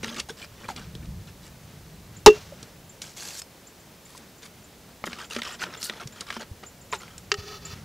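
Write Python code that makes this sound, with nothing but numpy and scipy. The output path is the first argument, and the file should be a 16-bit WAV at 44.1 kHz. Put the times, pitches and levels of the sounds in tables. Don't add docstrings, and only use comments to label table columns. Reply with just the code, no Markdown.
import sys
import numpy as np
from scipy import signal
from scipy.fft import rfft, irfft
from scipy.io import wavfile
from scipy.ndimage import uniform_filter1d

SR = 44100
rng = np.random.default_rng(int(sys.argv[2]) if len(sys.argv) > 2 else 0)


def digitize_waveform(pressure):
    field = np.atleast_2d(pressure).T
    bounded = np.clip(field, -1, 1)
    quanta = np.round(bounded * 32767).astype(np.int16)
    wavfile.write(sys.argv[1], SR, quanta)


N = 345744
TIME = np.arange(N) / SR
AGE = TIME[:SR // 2]

# (time [s], level [dB])
RUMBLE_LEVEL = [(0.0, -50), (0.44, -56.5), (1.11, -40), (1.42, -52), (2.23, -48.5), (3.54, -61),
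                (5.68, -57.5), (6.66, -57.5), (7.84, -48)]
# (frequency [Hz], density [dB per Hz])
RUMBLE_COLOUR = [(22, -11.5), (75, 1), (182, -1), (232, -15.5), (400, -31), (520, -70.5)]
# (frequency [Hz], density [dB per Hz])
AIR_COLOUR = [(90, -10), (181, -3), (547, -6.5), (1310, -14.5), (3000, -16.5), (6700, -18.5), (8830, -22.5),
              (15700, -23)]
AIR_DB = -52
# (time [s], level [dB])
CHIPS = [(2.165, -42.5), (2.893, -44), (3.668, -46), (3.796, -53), (4.052, -47.5), (4.381, -50),
         (4.638, -48), (5.088, -50), (5.249, -46), (5.52, -41), (5.773, -41), (6.122, -46), (6.663, -39.5),
         (6.812, -46), (6.916, -37), (6.985, -44.5), (7.651, -33.5)]
# (time [s], pitch [Hz], height [0 to 1])
CHIP_SHAPE = [(0, 5600, 0), (.002, 6950, .8), (.005, 7150, 1), (.01, 7330, .7), (.015, 7520, .3),
              (.02, 7300, .15), (.027, 6200, 0)]
# (time [s], level [dB], pitch [Hz])
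BUMPS = [(1.088, -20.5, 85.8), (2.271, -7.5, 40.4), (6.056, -23.5, 134.1), (6.513, -22.5, 88.6),
         (7.385, -25, 92), (7.73, -25, 97.5)]
# (start [s], length [s], level [dB], brightness [dB per octave], swell from start to end [dB])
RUSTLES = [(3.015, 0.16, -47.5, 0.1, -18), (3.163, 0.209, -40.5, 0.6, 0.5), (3.368, 0.037, -38.5, 2.5, 7)]
# (frequency [Hz], density [dB per Hz])
RUSTLE_COLOUR = [(350, -6), (600, -6), (3070, -6), (6500, -1.5), (10000, -12.5), (15500, -21)]
# (time [s], level [dB])
STEM_TICKS = [(3.4185, -32)]
# (pitch [Hz], level [dB], time to fall 60 dB [s])
STEM_NOTES = [(5230, 3.5, 0.022), (8460, -3, 0.017)]
# (time [s], level [dB])
TUBE_KNOCKS = [(7.317, -12.5), (7.3188, -20), (7.3412, -23.5)]
# (pitch [Hz], level [dB], time to fall 60 dB [s])
TUBE_NOTES = [(405, -30, 0.095), (790, -17.5, 0.13), (1297, -0.5, 0.041), (1865, -0.5, 0.037),
              (2140, -1, 0.018), (2730, -8, 0.045), (2996, -6, 0.054), (3530, -3, 0.0074), (4780, 1, 0.02),
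              (5840, -8, 0.0093)]
# (start [s], length [s], level [dB], swell from start to end [dB])
SLIDES = [(7.367, 0.051, -43, 0), (7.417, 0.17, -42.5, 1), (7.585, 0.066, -50.5, 9), (7.645, 0.1, -42.5, 5)]
# (time [s], level [dB])
BLOWS = [(2.2616, 0.5)]
# (pitch [Hz], level [dB], time to fall 60 dB [s])
MALLET_NOTES = [(190, -12.5, 0.11), (272, -5, .08), (616.4, -14, 0.09), (827, 9, 0.053), (933, 11, 0.04),
                (1082.5, 2, 0.054), (1234, -3, 0.06), (2683, -8, 0.11), (2740, -8, 0.145),
                (2980, -5, 0.058), (3860, 1.5, 0.032), (5150, 1, 0.028)]
# (pitch [Hz], level [dB], time to fall 60 dB [s])
MALLET_AIR = [(422.3, 14.5, 0.11), (366.8, 9.5, 0.087)]
# (start [s], length [s], level [dB], brightness [dB per octave], swell from start to end [dB])
SPLASHES = [(0.028, 0.024, -36.5, 2.5, 0), (0.053, 0.11, -41, 0.8, -4), (0.161, 0.052, -36.5, 0.6, 2),
            (0.287, 0.025, -38, 0.9, 4), (0.369, 0.089, -47, 2.4, 2), (0.478, 0.19, -52, 0, 21),
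            (0.682, 0.048, -44, 3.5, -12), (0.759, 0.11, -45.5, 0.5, -18), (1.012, 0.047, -49.5, -3, 3),
            (1.269, 0.041, -52.5, 0.5, -6), (1.418, 0.068, -54, 5, 8), (2.358, 0.028, -47, 0.5, 0)]
# (frequency [Hz], density [dB per Hz])
SPLASH_COLOUR = [(140, -6.5), (212, 8), (318, -6), (525, -7.5), (680, -15.5), (1350, -8), (2500, -13),
                 (5840, -15.5), (15000, -39)]
# (time [s], bubble level [dB], starting pitch [Hz])
DRIPS = [(.092, -31.5, 3430), (.419, -35, 3030), (.427, -34, 2380), (0.644, -37.5, 2360),
         (5.309, -29, 2770)]
# (time [s], level [dB],
# starting pitch [Hz], time to fall 60 dB [s])
PLOPS = [(0.688, -22, 973, 0.02), (0.702, -26.5, 850, 0.061), (2.523, -33.5, 598, 0.063),
         (4.15, -39.5, 1057, 0.045), (5.04, -13.5, 1180, 0.0032), (6.927, -27, 1053, 0.11),
         (6.928, -31, 467, 0.12)]
# (start [s], length [s], level [dB], brightness [dB per octave], swell from start to end [dB])
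RUBS = [(4.053, 0.13, -55, 7, 7), (4.42, 0.054, -47.5, 4.5, 2), (5.053, 0.034, -41.5, 7, -4),
        (5.094, 0.12, -47, 2, -5), (5.183, 0.077, -41.5, 1.5, -4), (5.298, 0.089, -41, 4, -10),
        (5.381, 0.018, -35.5, 2, 5), (5.429, 0.13, -39, 2.5, -4), (5.587, 0.057, -33, 2.5, 18),
        (5.659, 0.064, -43.5, -2.5, -15), (5.701, 0.061, -43, 1.5, 6), (5.764, 0.23, -46.5, 0.5, 3),
        (5.996, 0.042, -40.5, 0.5, -7), (6.12, 0.12, -48.5, 1.5, 10), (6.264, 0.12, -44, 3, 4),
        (6.393, 0.048, -40.5, 0.5, -3), (6.627, 0.021, -43.5, -1.5, -2), (6.921, 0.043, -37.5, 3, -1),
        (6.997, 0.24, -52, 2, -26)]
# (frequency [Hz], density [dB per Hz])
RUB_COLOUR = [(120, -36), (200, -3), (332, 1), (485, 0), (850, -1.5), (1380, -1.5), (2100, -2.5),
              (3400, -5.5), (5970, -10), (15000, -33.5)]
# (start [s], length [s], level [dB], brightness [dB per octave], swell from start to end [dB])
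SCRAPES = [(5.795, 0.03, -41.5, 2, 16), (5.829, 0.033, -34, 3, 5), (5.86, 0.039, -41.5, 1, -2)]
# (frequency [Hz], density [dB per Hz])
SCRAPE_COLOUR = [(1000, -22), (3200, -12), (4400, 5.5), (5800, -2), (7500, -3.5), (15500, -12)]
# (middle pitch [Hz], width [Hz], level [dB])
WALL = [(1350, 270, 4.5), (3040, 300, -3)]
WALL_WANDER, WALL_WANDER_HZ = 0.05, 7.6
# (time [s], peak [dB], ring [Hz], hollow boom before a shared cut [dB])
SNAPS = [(0.0326, -23.5, 1900, -30), (0.044, -19.5, 2160, -35.5), (0.081, -26, 1700, -46),
         (0.1437, -31, 3500, -48), (0.195, -25, 4500, -54), (0.199, -16.5, 3600, -44),
         (0.6882, -23.5, 1370, -45), (0.703, -38, 2000, -48), (0.762, -30.5, 4460, -48),
         (0.951, -31, 3320, -36), (2.628, -31, 4960, -41), (3.018, -23.5, 4580, -48),
         (4.176, -32, 8800, -52), (5.0395, -19.5, 1390, -34.5), (5.069, -25.5, 1570, -32),
         (5.074, -25, 1400, -32.5), (5.13, -22.5, 2100, -46), (5.349, -26, 3230, -51),
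         (5.363, -18.5, 2364, -25), (5.418, -20, 2200, -48), (5.45, -28, 2780, -45),
         (5.637, -18.5, 1960, -37.5), (5.828, -18.5, 4900, -46), (5.8965, -16.5, 1860, -35.5),
         (6.073, -27, 5250, -44), (6.2077, -19.5, 4950, -41), (6.303, -19, 1670, -60),
         (6.325, -26, 2550, -46), (6.341, -32, 3220, -59), (6.3655, -22, 1138, -29.5),
         (6.9255, -18.5, 1600, -60), (6.9326, -16, 1190, -52), (7.1794, -30, 7060, -60)]
# (pitch [Hz], level [dB], time to fall 60 dB [s])
CUP_AIR = [(208, -0.5, 0.18), (344, 3.5, 0.046), (500, 3.5, 0.034)]
CRINKLES_PER_S = 26
CRINKLE_OVER_STROKE_DB, CRINKLE_SPREAD_DB, CRINKLE_BOOM_DB = 2.5, 9.5, -12.5
CRINKLE_LOW_HZ, CRINKLE_HIGH_HZ = 1520, 4600
CUTOFF_HZ = 15750


def from_db(db):
    return 10 ** (np.asarray(db) / 20)


def rms_one(x):
    return x / np.sqrt(np.mean(x ** 2) + 1e-20)


def noise(size=len(AGE)):
    return rng.standard_normal(size)


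def add(out, start, sound):
    at = max(0, int(start * SR))
    out[at:at + len(sound)] += sound[:max(0, N - at)]


def fade(t60):
    return np.exp(-np.log(1000) * AGE / t60)


def coloured(x, spectrum, tilt_db=0):
    hz, level_db = np.transpose(spectrum)
    octave = np.log2(np.fft.rfftfreq(len(x), 1 / SR) + 1)
    curve_db = np.interp(octave, np.log2(hz), level_db, left=-120, right=-120)
    gain = from_db(curve_db + tilt_db * octave)
    return rms_one(irfft(rfft(x) * gain, len(x)))


def wander(size, rate_hz):
    return coloured(noise(size), [(2, 0), (rate_hz, 0), (3 * rate_hz, -20)])


def resonate(x, hz, width_hz):
    r = np.exp(-np.pi * width_hz / SR)
    feed = np.array([1, 0, -1]) * (1 - r * r) / 2
    feedback = [1, -2 * r * np.cos(2 * np.pi * hz / SR), r * r]
    return signal.lfilter(feed, feedback, x + 1e-18)


def gliding(x, hz, width_hz, size=128):
    out, state = np.zeros(len(x)), [0j]
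    r = np.exp(-np.pi * width_hz / SR)
    for i in range(0, len(x), size):
        feedback = [1, -r * np.exp(2j * np.pi * hz[i] / SR)]
        block, state = signal.lfilter([2 * (1 - r)], feedback, x[i:i + size], zi=state)
        out[i:i + size] = block.real
    return out


def ringing(notes):
    out = np.zeros(len(AGE))
    for k, (hz, db, t60) in enumerate(notes):
        out += (-1) ** k * from_db(db) * fade(t60) * np.sin(2 * np.pi * hz * AGE)
    return out


def grains(size, per_s, spread_db):
    strength = from_db(spread_db * np.minimum(rng.exponential(1, size), 3))
    present = rng.random(size) < per_s / SR
    return rms_one(present * strength * rng.choice([-1, 1], size))


def pings(per_s, spread_db, cycles, count=24):
    out = np.zeros(len(AGE))
    for hz in np.geomspace(250, 14000, count) * np.exp(rng.uniform(-.09, .09, count)):
        rate = max(per_s / count * (hz / 2000) ** .5, 20)
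        clicks = grains(len(AGE), rate, spread_db)
        out += rng.choice([-1, 1]) * resonate(clicks, hz, hz / cycles)
    return rms_one(out)


def push(length, swell_db, rise_s, fall_s, arch):
    along = np.minimum(AGE / length, 1)
    release = np.exp(-np.maximum(AGE - (length - fall_s), 0) / fall_s)
    shape = np.clip(AGE / rise_s, 0, 1) * release
    shape *= (1 + arch * (np.sin(np.pi * along) - 2 / np.pi)) * from_db(swell_db * along)
    return shape / np.sqrt(np.sum(shape ** 2) / (length * SR))


def strokes(rows, colour, per_s, spread_db, cycles, smooth_db, rise_s, fall_s, arch, uneven_db, wall=()):
    out = np.zeros(N)
    for start, length, level_db, tilt_db, swell_db in rows:
        contacts = pings(per_s, spread_db, cycles) + from_db(smooth_db) * noise()
        texture = contacts.copy()
        for hz, width_hz, db in wall:
            centre_hz = hz * np.exp(WALL_WANDER * wander(len(AGE), WALL_WANDER_HZ))
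            texture += from_db(db) * gliding(contacts, centre_hz, width_hz)
        spurts = from_db(uneven_db * coloured(noise(), [(20, 0), (160, -7)]))
        movement = push(length, swell_db, rise_s, fall_s, arch)
        sound = movement * spurts * coloured(texture, colour, tilt_db)
        add(out, start, from_db(level_db) * sound / np.sqrt(np.sum(sound ** 2) / (length * SR)))
    return out


def bubble(hz, cycles, rise):
    life = cycles / hz
    age = AGE[:int(2 * life * SR)]
    tone = np.sin(2 * np.pi * hz * age * (1 + rise * age / life))
    return tone * fade(life)[:len(age)]


def bubbles(rows, bubble_db, per_s=170, cycles=32, rise=0.064):
    out = np.zeros(N)
    for start, length, level_db, _, swell_db in rows:
        for when, size, strength in rng.random((int(length * per_s) + 1, 3)):
            gain = 2 * strength * from_db(level_db + swell_db * (when - .5) + bubble_db)
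            add(out, start + when * length, gain * bubble(430 * 9 ** size, cycles, rise))
    return out


def banks(x, scatter_db=-14, t60=0.12):
    response = noise() * fade(t60) * (AGE > .003)
    response /= np.sqrt(np.sum(response ** 2))
    return x + from_db(scatter_db) * signal.fftconvolve(x, response)[:N]


def outdoors(rumble_lift_db=2):
    rumble_db = np.interp(TIME, *np.transpose(RUMBLE_LEVEL)) + rumble_lift_db
    rumble = from_db(rumble_db) * coloured(noise(N), RUMBLE_COLOUR)
    return rumble + from_db(AIR_DB) * coloured(noise(N), AIR_COLOUR)


def bird(echo_db=-5, echo_t60=0.16, flutter=.02):
    out = np.zeros(N)
    shape_s, hz, height = np.transpose(CHIP_SHAPE)
    for start, level_db in CHIPS:
        age = AGE * rng.uniform(0.9, 1.2)
        pitch = np.interp(age, shape_s, hz) * (1 + flutter * wander(len(AGE), 200))
        tone = np.sin(2 * np.pi * np.cumsum(pitch) / SR)
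        chip = np.interp(age, shape_s, height, right=0) * tone
        echo = signal.fftconvolve(chip, noise() * fade(echo_t60))[:len(AGE)]
        add(out, start, from_db(level_db) * (chip + from_db(echo_db) * echo / np.abs(echo).max()))
    return out


def bumps(t60=0.04, onset_s=0.0061):
    out = np.zeros(N)
    for start, level_db, hz in BUMPS:
        thud = np.sin(2 * np.pi * hz * AGE) * fade(t60) * (1 - np.exp(-AGE / onset_s))
        add(out, start, 2 * from_db(level_db) * thud)
    return out


def leaves():
    return strokes(RUSTLES, RUSTLE_COLOUR, per_s=2200, spread_db=3.0, cycles=16, smooth_db=1,
                   rise_s=0.0029, fall_s=0.006, arch=0.061, uneven_db=1.5)


def stem(scratch_t60=0.014):
    out = np.zeros(N)
    for start, level_db in STEM_TICKS:
        scratch = noise() * fade(scratch_t60)
        rasp = np.std(scratch) * coloured(scratch, RUSTLE_COLOUR)
        add(out, start, from_db(level_db) * (ringing(STEM_NOTES) + rasp))
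    return out


def sliding(rise_s=0.0065, fall_s=0.0061, arch=0.64):
    out = np.zeros(N)
    for start, length, level_db, swell_db in SLIDES:
        add(out, start, from_db(level_db) * push(length, swell_db, rise_s, fall_s, arch))
    return out


def tube(crack_db=-2, crack_t60=0.027, air_db=-6, wood_db=-2.5, hum_db=-1, judder_db=1.7, shift_db=1.5, hiss_db=-9):
    out, body = np.zeros(N), ringing(TUBE_NOTES)
    air_hz, _, air_t60 = TUBE_NOTES[0]
    late = 1 - np.exp(-AGE / 0.0066)
    air = np.sin(2 * np.pi * air_hz * AGE) * fade(air_t60) * late
    # (frequency [Hz], density [dB per Hz])
    contact = [(300, -43), (1300, 9.5), (4700, 13.5), (7100, 7.0), (8300, -13), (15000, -45)]
    for start, level_db in TUBE_KNOCKS:
        crack = from_db(crack_db) * fade(crack_t60) * coloured(noise(), contact)
        add(out, start, from_db(level_db) * (.5 * body + crack + from_db(air_db) * air))

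    slips = grains(N, per_s=3700, spread_db=2.5)
    hum = rms_one(resonate(resonate(slips, air_hz, 45), air_hz, 45))
    wood = np.zeros(N)
    for note in TUBE_NOTES:
        wood += signal.fftconvolve(slips, ringing([note]))[:N] * from_db(shift_db * wander(N, 15.0))
    choke = from_db(-16 * np.maximum(TIME - TUBE_KNOCKS[0][0], 0))
    fibres = signal.fftconvolve(slips, noise() * fade(0.11))[:N]
    friction = coloured(fibres, contact) + from_db(wood_db) * rms_one(wood)
    friction += from_db(hum_db) * choke * hum + from_db(hiss_db) * slips
    judder = from_db(judder_db * wander(N, 24.5))
    return out + rms_one(friction) * sliding() * judder


def mallet(crack_db=7, crack_t60=0.048, scatter_db=-22, scatter_t60=0.08, tail_db=-37, tail_t60=0.8):
    out = np.zeros(N)
    build_up = 1 - np.exp(-(AGE / .012) ** 2)
    # (frequency [Hz], density [dB per Hz])
    crack_colour = [(30, -13.5), (250, -8.0), (900, 11.5), (1800, -5.5), (4000, -1), (6300, -1.5),
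                    (8500, -18.0), (16000, -26.5)]
    scatter_colour = [(200, -0.5), (6300, -5), (9000, -20.0), (16000, -24.0)]
    for start, level_db in BLOWS:
        crack = from_db(crack_db) * fade(crack_t60) * coloured(noise(), crack_colour)
        near_and_far = from_db(scatter_db) * fade(scatter_t60) + from_db(tail_db) * fade(tail_t60)
        unsteady = from_db(2 * wander(len(AGE), 30))
        tail = coloured(noise(), scatter_colour) * unsteady * near_and_far
        wood = ringing(MALLET_NOTES) + crack
        add(out, start, from_db(level_db) * (wood + build_up * ringing(MALLET_AIR) + tail))
    return out


def lapping(level_db=-62, swing_db=4.5):
    level = from_db(level_db + swing_db * wander(N, 3.5))
    return level * coloured(grains(N, per_s=2500, spread_db=3), SPLASH_COLOUR)


def drips(cycles=110, rise=0.017, tick_db=-7, tick_t60=0.0081):
    out = np.zeros(N)
    for start, level_db, hz in DRIPS:
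        tick = fade(tick_t60) * rms_one(resonate(noise(), hz, hz))
        add(out, start, from_db(level_db + tick_db) * tick)
        add(out, start, from_db(level_db) * bubble(hz, cycles, rise))
    return out


def plops(sag=0.26, sag_s=0.0244):
    out = np.zeros(N)
    for start, level_db, hz, t60 in PLOPS:
        pitch = hz * (1 - sag * (1 - np.exp(-AGE / sag_s)))
        add(out, start, from_db(level_db) * fade(t60) * np.sin(2 * np.pi * np.cumsum(pitch) / SR))
    return out


def water():
    spray = strokes(SPLASHES, SPLASH_COLOUR, per_s=2100, spread_db=3.5, cycles=22, smooth_db=-5.0,
                    rise_s=0.002, fall_s=0.0071, arch=0.22, uneven_db=1.0, wall=WALL[1:])
    return spray + bubbles(SPLASHES, bubble_db=-1.5)


def rubs():
    rubbing = strokes(RUBS, RUB_COLOUR, per_s=2000, spread_db=3.0, cycles=15.8, smooth_db=-4.5,
                      rise_s=0.0048, fall_s=0.011, arch=0.12, uneven_db=2.1, wall=WALL)
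    return rubbing + bubbles(RUBS, bubble_db=-10)


def scrapes():
    return strokes(SCRAPES, SCRAPE_COLOUR, per_s=1200, spread_db=6.0, cycles=9.1, smooth_db=2,
                   rise_s=0.004, fall_s=0.005, arch=0.33, uneven_db=1.5)


def crinkles():
    rows = []
    for start, length, level_db, _, swell_db in SPLASHES + RUBS:
        for along, size, strength in rng.random((int(length * CRINKLES_PER_S), 3)):
            stroke_db = level_db + swell_db * (along - .5)
            peak_db = stroke_db + CRINKLE_OVER_STROKE_DB + CRINKLE_SPREAD_DB * (2 * strength - 1)
            hz = CRINKLE_LOW_HZ * (CRINKLE_HIGH_HZ / CRINKLE_LOW_HZ) ** size
            rows.append((start + along * length, peak_db, hz, peak_db + CRINKLE_BOOM_DB))
    return rows


def snaps(grip_s=0.0008, buckle_t60=0.017, top=2.54, width=0.68, crack_db=-16, flutter_db=-24, flutter_t60=0.037,
          boom_db=-5):
    out = np.zeros(N)
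    for start, peak_db, hz, hollow_db in SNAPS + crinkles():
        force = noise() * (fade(buckle_t60) + from_db(flutter_db) * fade(flutter_t60))
        force *= 1 - np.exp(-AGE / grip_s)
        wall = resonate(force, hz, width * hz) + from_db(crack_db) * resonate(force, 2000, 9300)
        band = signal.butter(2, [hz / 4, min(top * hz, 8500)], "band", fs=SR, output="sos")
        wall = signal.sosfilt(band, wall)
        add(out, start, from_db(peak_db) * wall / np.abs(wall).max())
        squeeze = rng.uniform(0.784, 1.143)
        cavity = [(air_hz * squeeze, db, t60) for air_hz, db, t60 in CUP_AIR]
        add(out, start, from_db(hollow_db + boom_db) * ringing(cavity))
    return out


def scene():
    near_bank = leaves() + stem() + drips() + plops() + water() + rubs() + scrapes() + snaps()
    centre = outdoors() + bird() + bumps() + tube() + mallet() + lapping() + banks(near_bank)
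    hiss = from_db(-62.5) * coloured(noise(N), [(50, 2.5), (5000, -6), (16000, -2.5)])
    return centre + hiss * np.array([[1], [-1]])


def record(dry):
    loudness = np.sqrt(np.abs(uniform_filter1d(dry ** 2, SR // 250)))
    limited = dry / np.maximum(loudness / 1.05, 1)
    clipped = limited / (1 + np.abs(limited / .98) ** 4) ** (1 / 4)
    lopsided = clipped - .05 * clipped ** 2
    return signal.sosfilt(signal.ellip(12, .1, 90, CUTOFF_HZ, fs=SR, output="sos"), lopsided)


dry = scene()
out = record(dry)
digitize_waveform(out)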